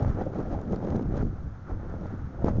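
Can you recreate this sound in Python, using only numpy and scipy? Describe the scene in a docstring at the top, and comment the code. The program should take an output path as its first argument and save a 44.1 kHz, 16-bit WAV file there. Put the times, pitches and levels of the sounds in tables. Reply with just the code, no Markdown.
"""An open grassy field, where gusty wind hits a small camera's microphone, eases halfway, then returns in one hard gust.
Large eddies rumble and smaller ones buffet, flutter and fizz at the port: shaped noise riding level curves.
The strongest eddies slap the diaphragm as paired pulses of suction and rebound; brief puffs add flutter.
Behind them the air rushes softly as midrange noise over a steady hiss, with a few faint dry ticks."""
import sys
import numpy as np
from scipy.fft import rfft, irfft, next_fast_len
from scipy.io import wavfile
from scipy.ndimage import uniform_filter1d, map_coordinates

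SR = 44100
rng = np.random.default_rng(int(sys.argv[2]) if len(sys.argv) > 2 else 0)


def generate_wav(signal):
    """Clip the signal to [-1, 1] and save it as 16-bit WAV at the path in sys.argv[1]."""
    frames = np.transpose(np.atleast_2d(signal))
    scaled = np.clip(frames, -1, 1) * 32767
    pcm = np.round(scaled).astype(np.int16)
    wavfile.write(sys.argv[1], SR, pcm)


N = 114660
T = np.arange(N) / SR  # time of each sample [s]

# Level curves of the wind, before each layer's trim and swing: (time [s], level [dB])
RUMBLE_LEVEL = [(0.0, -40), (0.08, -20), (0.14, -30.5), (0.34, -38), (0.59, -29), (0.62, -41.5),
                (0.75, -27.5), (0.77, -43.5), (0.95, -27), (1.01, -47), (1.06, -26.5), (1.19, -31.5),
                (1.21, -23), (1.38, -36.5), (1.44, -32.5), (1.61, -42), (1.7, -41), (1.72, -29),
                (1.83, -37), (1.87, -34.5), (2.11, -35.5), (2.27, -32), (2.31, -46.5), (2.44, -25.5),
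                (2.53, -28.5), (2.6, -21)]    # largest eddies
BUFFET_LEVEL = [(0.0, -28.5), (0.34, -40), (0.38, -26.5), (0.43, -36), (0.57, -33), (0.61, -42),
                (0.72, -24), (0.77, -34.5), (0.93, -26), (1.15, -34.5), (1.24, -26.5), (1.37, -48),
                (1.46, -41.5), (1.58, -55), (1.74, -37.5), (1.81, -45.5), (1.87, -37), (1.92, -45),
                (2.07, -36.5), (2.09, -53.5), (2.14, -29.5), (2.16, -42), (2.4, -44.5), (2.45, -29.5),
                (2.48, -27), (2.6, -40)]    # middle-sized eddies
FLUTTER_LEVEL = [(0, -34), (.09, -38.5), (.12, -57), (.18, -36.5), (.22, -35), (.25, -42), (.32, -46.5),
                 (.38, -34), (.44, -41), (.56, -36), (.64, -47.5), (.73, -37.5), (.78, -45.5), (.84, -35),
                 (.96, -37), (1.1, -48.5), (1.16, -37.5), (1.26, -45), (1.3, -53), (1.38, -51.5),
                 (1.65, -60.5), (1.7, -44.5), (1.78, -51.5), (1.96, -48), (2, -50.5), (2.03, -44.5),
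                 (2.1, -49), (2.14, -50.5), (2.28, -58.5), (2.435, -39.5), (2.45, -32), (2.485, -32.5),
                 (2.5, -38), (2.555, -42), (2.58, -42.5), (2.6, -56)]  # smallest eddies
FIZZ_LEVEL = [(0, -62.5), (.1, -68.5), (.16, -70.5), (.22, -67.5), (.31, -76.5), (.38, -65.5), (.45, -73.5),
              (.52, -65.5), (.65, -75.5), (.73, -65.5), (.79, -76), (.85, -65), (.92, -66.5), (1.11, -74),
              (1.18, -64), (1.27, -70.5), (1.31, -80), (1.65, -86), (1.7, -72.5), (1.78, -80), (2.06, -73),
              (2.12, -75.5), (2.39, -83), (2.44, -71), (2.48, -57.5), (2.52, -72.5), (2.6, -71)]        # crackling fizz at the port
RUSH_LEVEL = [(0, -46.5), (.05, -51), (.1, -45), (.14, -50), (.21, -50), (.31, -60), (.345, -47.5),
              (.45, -50.5), (.56, -54), (.68, -53.5), (.75, -49.5), (.81, -56.5), (.88, -53.5), (1.12, -53),
              (1.18, -49), (1.21, -41), (1.235, -56.5), (1.64, -56.5), (1.69, -50), (1.76, -56.5),
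              (1.85, -49.5), (1.98, -55), (2.08, -51.5), (2.38, -55), (2.45, -53.5), (2.485, -39),
              (2.52, -54), (2.6, -59)]        # rushing air

# Noise spectra, only their shape counts: (frequency [Hz], relative density [dB per Hz])
RUMBLE_SPECTRUM = [(8, -4.5), (25, 2), (50, -0.5), (82, 0), (115, -1.5), (170, -11), (300, -29),
                   (1500, -89.5)]
BUFFET_SPECTRUM = [(50, -26.5), (100, -5), (140, 0.5), (200, 1), (250, -3), (340, -7.5), (460, -16.5),
                   (700, -30.5), (1500, -53), (4000, -82.5)]
FLUTTER_SPECTRUM = [(150, -19), (300, 1.5), (400, -0.5), (520, 0.5), (650, -2.5), (800, -5.5), (1020, -17),
                    (1400, -22.5), (2200, -34.5), (3200, -47), (7000, -79)]
RUSH_SPECTRUM = [(200, -10.5), (500, -12.5), (780, 3), (1030, 0.5), (1350, 5), (1650, -3), (2100, -11.5),
                 (2700, -22.5), (4500, -36.5), (7000, -48.5)]
HISS_SPECTRUM = [(800, -4), (2500, 1), (3400, 3.5), (4500, 1), (6400, 2), (7000, -4), (7700, -27.5)]  # shared by fizz, ticks and steady hiss

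# Eddies that slap the diaphragm: (time [s], suction level [dB], suction half-width [s])
SLAP_EVENTS = [(0.024, -13.5, 0.0011), (0.048, -23, 0.00022), (.071, -28, 0.0014), (0.087, -31, 0.00057),
               (.267, -24.5, 0.00067), (.273, -22, .0014), (0.59, -26.5, 0.00033), (0.7216, -26, 0.0019),
               (0.7331, -15.5, 0.00072), (0.919, -28, 0.00043), (1.14, -18.5, 0.0006),
               (1.206, -20.5, 0.00079), (1.333, -30.5, 0.0017), (1.471, -25, 0.002),
               (1.698, -28.5, 0.00045), (1.7123, -26.5, 0.00026), (1.728, -22, 0.0046),
               (1.863, -28.5, 0.001), (1.94, -24.5, 0.0004), (2.02, -24.5, 0.00066),
               (2.059, -28.5, 0.00026), (2.14, -29.5, 0.00059), (2.445, -10, 0.00053),
               (2.484, -14, 0.00028), (2.586, -14.5, 0.00075)]
# Short puffs of flutter: (time [s], level [dB], half-length [s])
PUFF_EVENTS = [(0.27, -31, 0.0079), (0.73, -34.5, 0.011), (0.879, -49, 0.0042), (1.709, -38, 0.0084),
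               (1.945, -44, 0.0053), (2.057, -41, 0.0039), (2.374, -51, 0.0047), (2.476, -32.5, 0.0046)]
# Faint dry ticks, before their trim: (time [s], onset level [dB])
TICK_EVENTS = [(0.0264, -45.5), (0.6149, -45.5), (0.7237, -48.5), (0.7605, -42), (0.904, -44.5),
               (0.965, -47.5), (1.173, -49), (2.069, -55.5), (2.4458, -44), (2.484, -45)]

RUMBLE_TRIM_DB, BUFFET_TRIM_DB, FLUTTER_TRIM_DB, RUSH_TRIM_DB, TICK_TRIM_DB = -1, -1.5, 0.5, -1, -1
# dB of level swing per unit of random curve
RUMBLE_SWING_DB, BUFFET_SWING_DB, FLUTTER_SWING_DB, FIZZ_SWING_DB, RUSH_SWING_DB = 0.5, 2.5, 3.5, 4, 1.05
# random-curve knots per second
RUMBLE_EDDIES_PER_S, FLUTTER_EDDIES_PER_S, FIZZ_SPIKES_PER_S, RUSH_SWINGS_PER_S = 40, 220, 700, 45
REBOUND_LAG, REBOUND_WIDTH = 2.43, 1.84  # in suction half-widths
TICK_T60_S = 0.004  # time for a tick to fall by 60 dB
HISS_DB = -74.5
TOP_HZ = 7700


def amp(db):
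    """Decibels to gain."""
    return 10 ** (np.asarray(db) / 20)


def unit(x):
    """Scale to rms 1."""
    return x / np.sqrt(np.mean(x ** 2) + 1e-20)


def level_curve(rows):
    """Level in dB at every sample, in straight lines between the points."""
    times, levels_db = np.transpose(rows)
    return np.interp(T, times, levels_db)


def wobble(rate):
    """A smooth random curve with rate knots a second."""
    knots = rng.standard_normal(4096)
    return map_coordinates(knots, [T * rate], mode="wrap")


def filtered(x, response):
    """Shape x by a gain that depends on frequency."""
    size = next_fast_len(N + 8192)  # spare room keeps the end from wrapping onto the start
    gain = response(np.fft.rfftfreq(size, 1 / SR))
    return irfft(rfft(x, size) * gain, size)[:N]


def noise(spectrum):
    """Noise of rms 1, its spectrum drawn between points on a log frequency scale."""
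    freqs, levels_db = np.transpose(spectrum)

    def response(hz):
        return amp(np.interp(np.log(hz + 1), np.log(freqs + 1), levels_db))

    return unit(filtered(rng.standard_normal(N), response))


def turbulence(spectrum, size):
    """Noise with its power evened over about size samples, leaving slow swells to the level curves."""
    raw = noise(spectrum)
    local_power = uniform_filter1d(uniform_filter1d(raw ** 2, size), size)
    return unit(raw / np.sqrt(np.abs(local_power) + 1e-9))


def rumble():
    """The largest eddies push slowly on the microphone as deep, gently swinging noise."""
    swing_db = RUMBLE_SWING_DB * wobble(RUMBLE_EDDIES_PER_S)
    eddies = unit(turbulence(RUMBLE_SPECTRUM, size=1800) * amp(swing_db))
    return amp(level_curve(RUMBLE_LEVEL) + RUMBLE_TRIM_DB) * eddies


def buffet(bursts):
    """Middle-sized eddies buffet the microphone in quick bursts of low noise."""
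    eddies = unit(turbulence(BUFFET_SPECTRUM, size=900) * amp(BUFFET_SWING_DB * bursts))
    return amp(level_curve(BUFFET_LEVEL) + BUFFET_TRIM_DB) * eddies


def flutter(bursts):
    """The smallest eddies flutter across the port in the same bursts, higher in pitch."""
    eddies = unit(turbulence(FLUTTER_SPECTRUM, size=600) * amp(FLUTTER_SWING_DB * bursts))
    return amp(level_curve(FLUTTER_LEVEL) + FLUTTER_TRIM_DB) * eddies


def fizz(bursts):
    """Bright noise crackles at the port, partly following the shared bursts, more its own quick random spikes."""
    spikes = 0.5 * bursts + wobble(FIZZ_SPIKES_PER_S)
    crackle = unit(noise(HISS_SPECTRUM) * amp(FIZZ_SWING_DB * spikes))
    return amp(level_curve(FIZZ_LEVEL)) * crackle


def buffeting():
    """Large eddies rumble; smaller ones buffet, flutter and fizz in shared quick bursts."""
    bursts = wobble(FLUTTER_EDDIES_PER_S)
    return rumble() + buffet(bursts) + flutter(bursts) + fizz(bursts)


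def slaps():
    """A passing eddy sucks at the diaphragm, which then rebounds more slowly by the same total amount."""
    out = np.zeros(N)
    for time, level_db, width in SLAP_EVENTS:
        u = (T - time) / width
        suction = np.exp(-u ** 2)
        # dividing by the width gives the rebound the same area as the suction
        rebound = np.exp(-((u - REBOUND_LAG) / REBOUND_WIDTH) ** 2) / REBOUND_WIDTH
        out += amp(level_db) * (rebound - suction)
    return out


def puffs():
    """Pockets of fast air brush the port for a few milliseconds, each a bell-shaped swell of flutter."""
    envelope = np.zeros(N)
    for time, level_db, half_length in PUFF_EVENTS:
        envelope += amp(level_db) * np.exp(-((T - time) / half_length) ** 2)
    return envelope * turbulence(FLUTTER_SPECTRUM, size=400)


def ticks():
    """Tiny bright cracks of noise start at once and die within milliseconds."""
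    envelope = np.zeros(N)
    for time, level_db in TICK_EVENTS:
        decay_db = 60 * np.abs(T - time) / TICK_T60_S
        envelope += amp(level_db - decay_db) * (T >= time)
    return amp(TICK_TRIM_DB) * envelope * noise(HISS_SPECTRUM)


def air():
    """A soft midrange rush of moving air swings over a steady hiss."""
    swing_db = RUSH_SWING_DB * wobble(RUSH_SWINGS_PER_S)
    rush = amp(level_curve(RUSH_LEVEL) + RUSH_TRIM_DB + swing_db) * noise(RUSH_SPECTRUM)
    hiss = amp(HISS_DB) * noise(HISS_SPECTRUM)
    return rush + hiss


def scene():
    """Everything at the one microphone."""
    return (buffeting() + slaps() + puffs() + ticks() + air())[None]


def record(dry):
    """The camera keeps nothing above its band limit."""
    return filtered(dry[0], lambda hz: hz < TOP_HZ)[None]


dry = scene()
out = record(dry)
generate_wav(out)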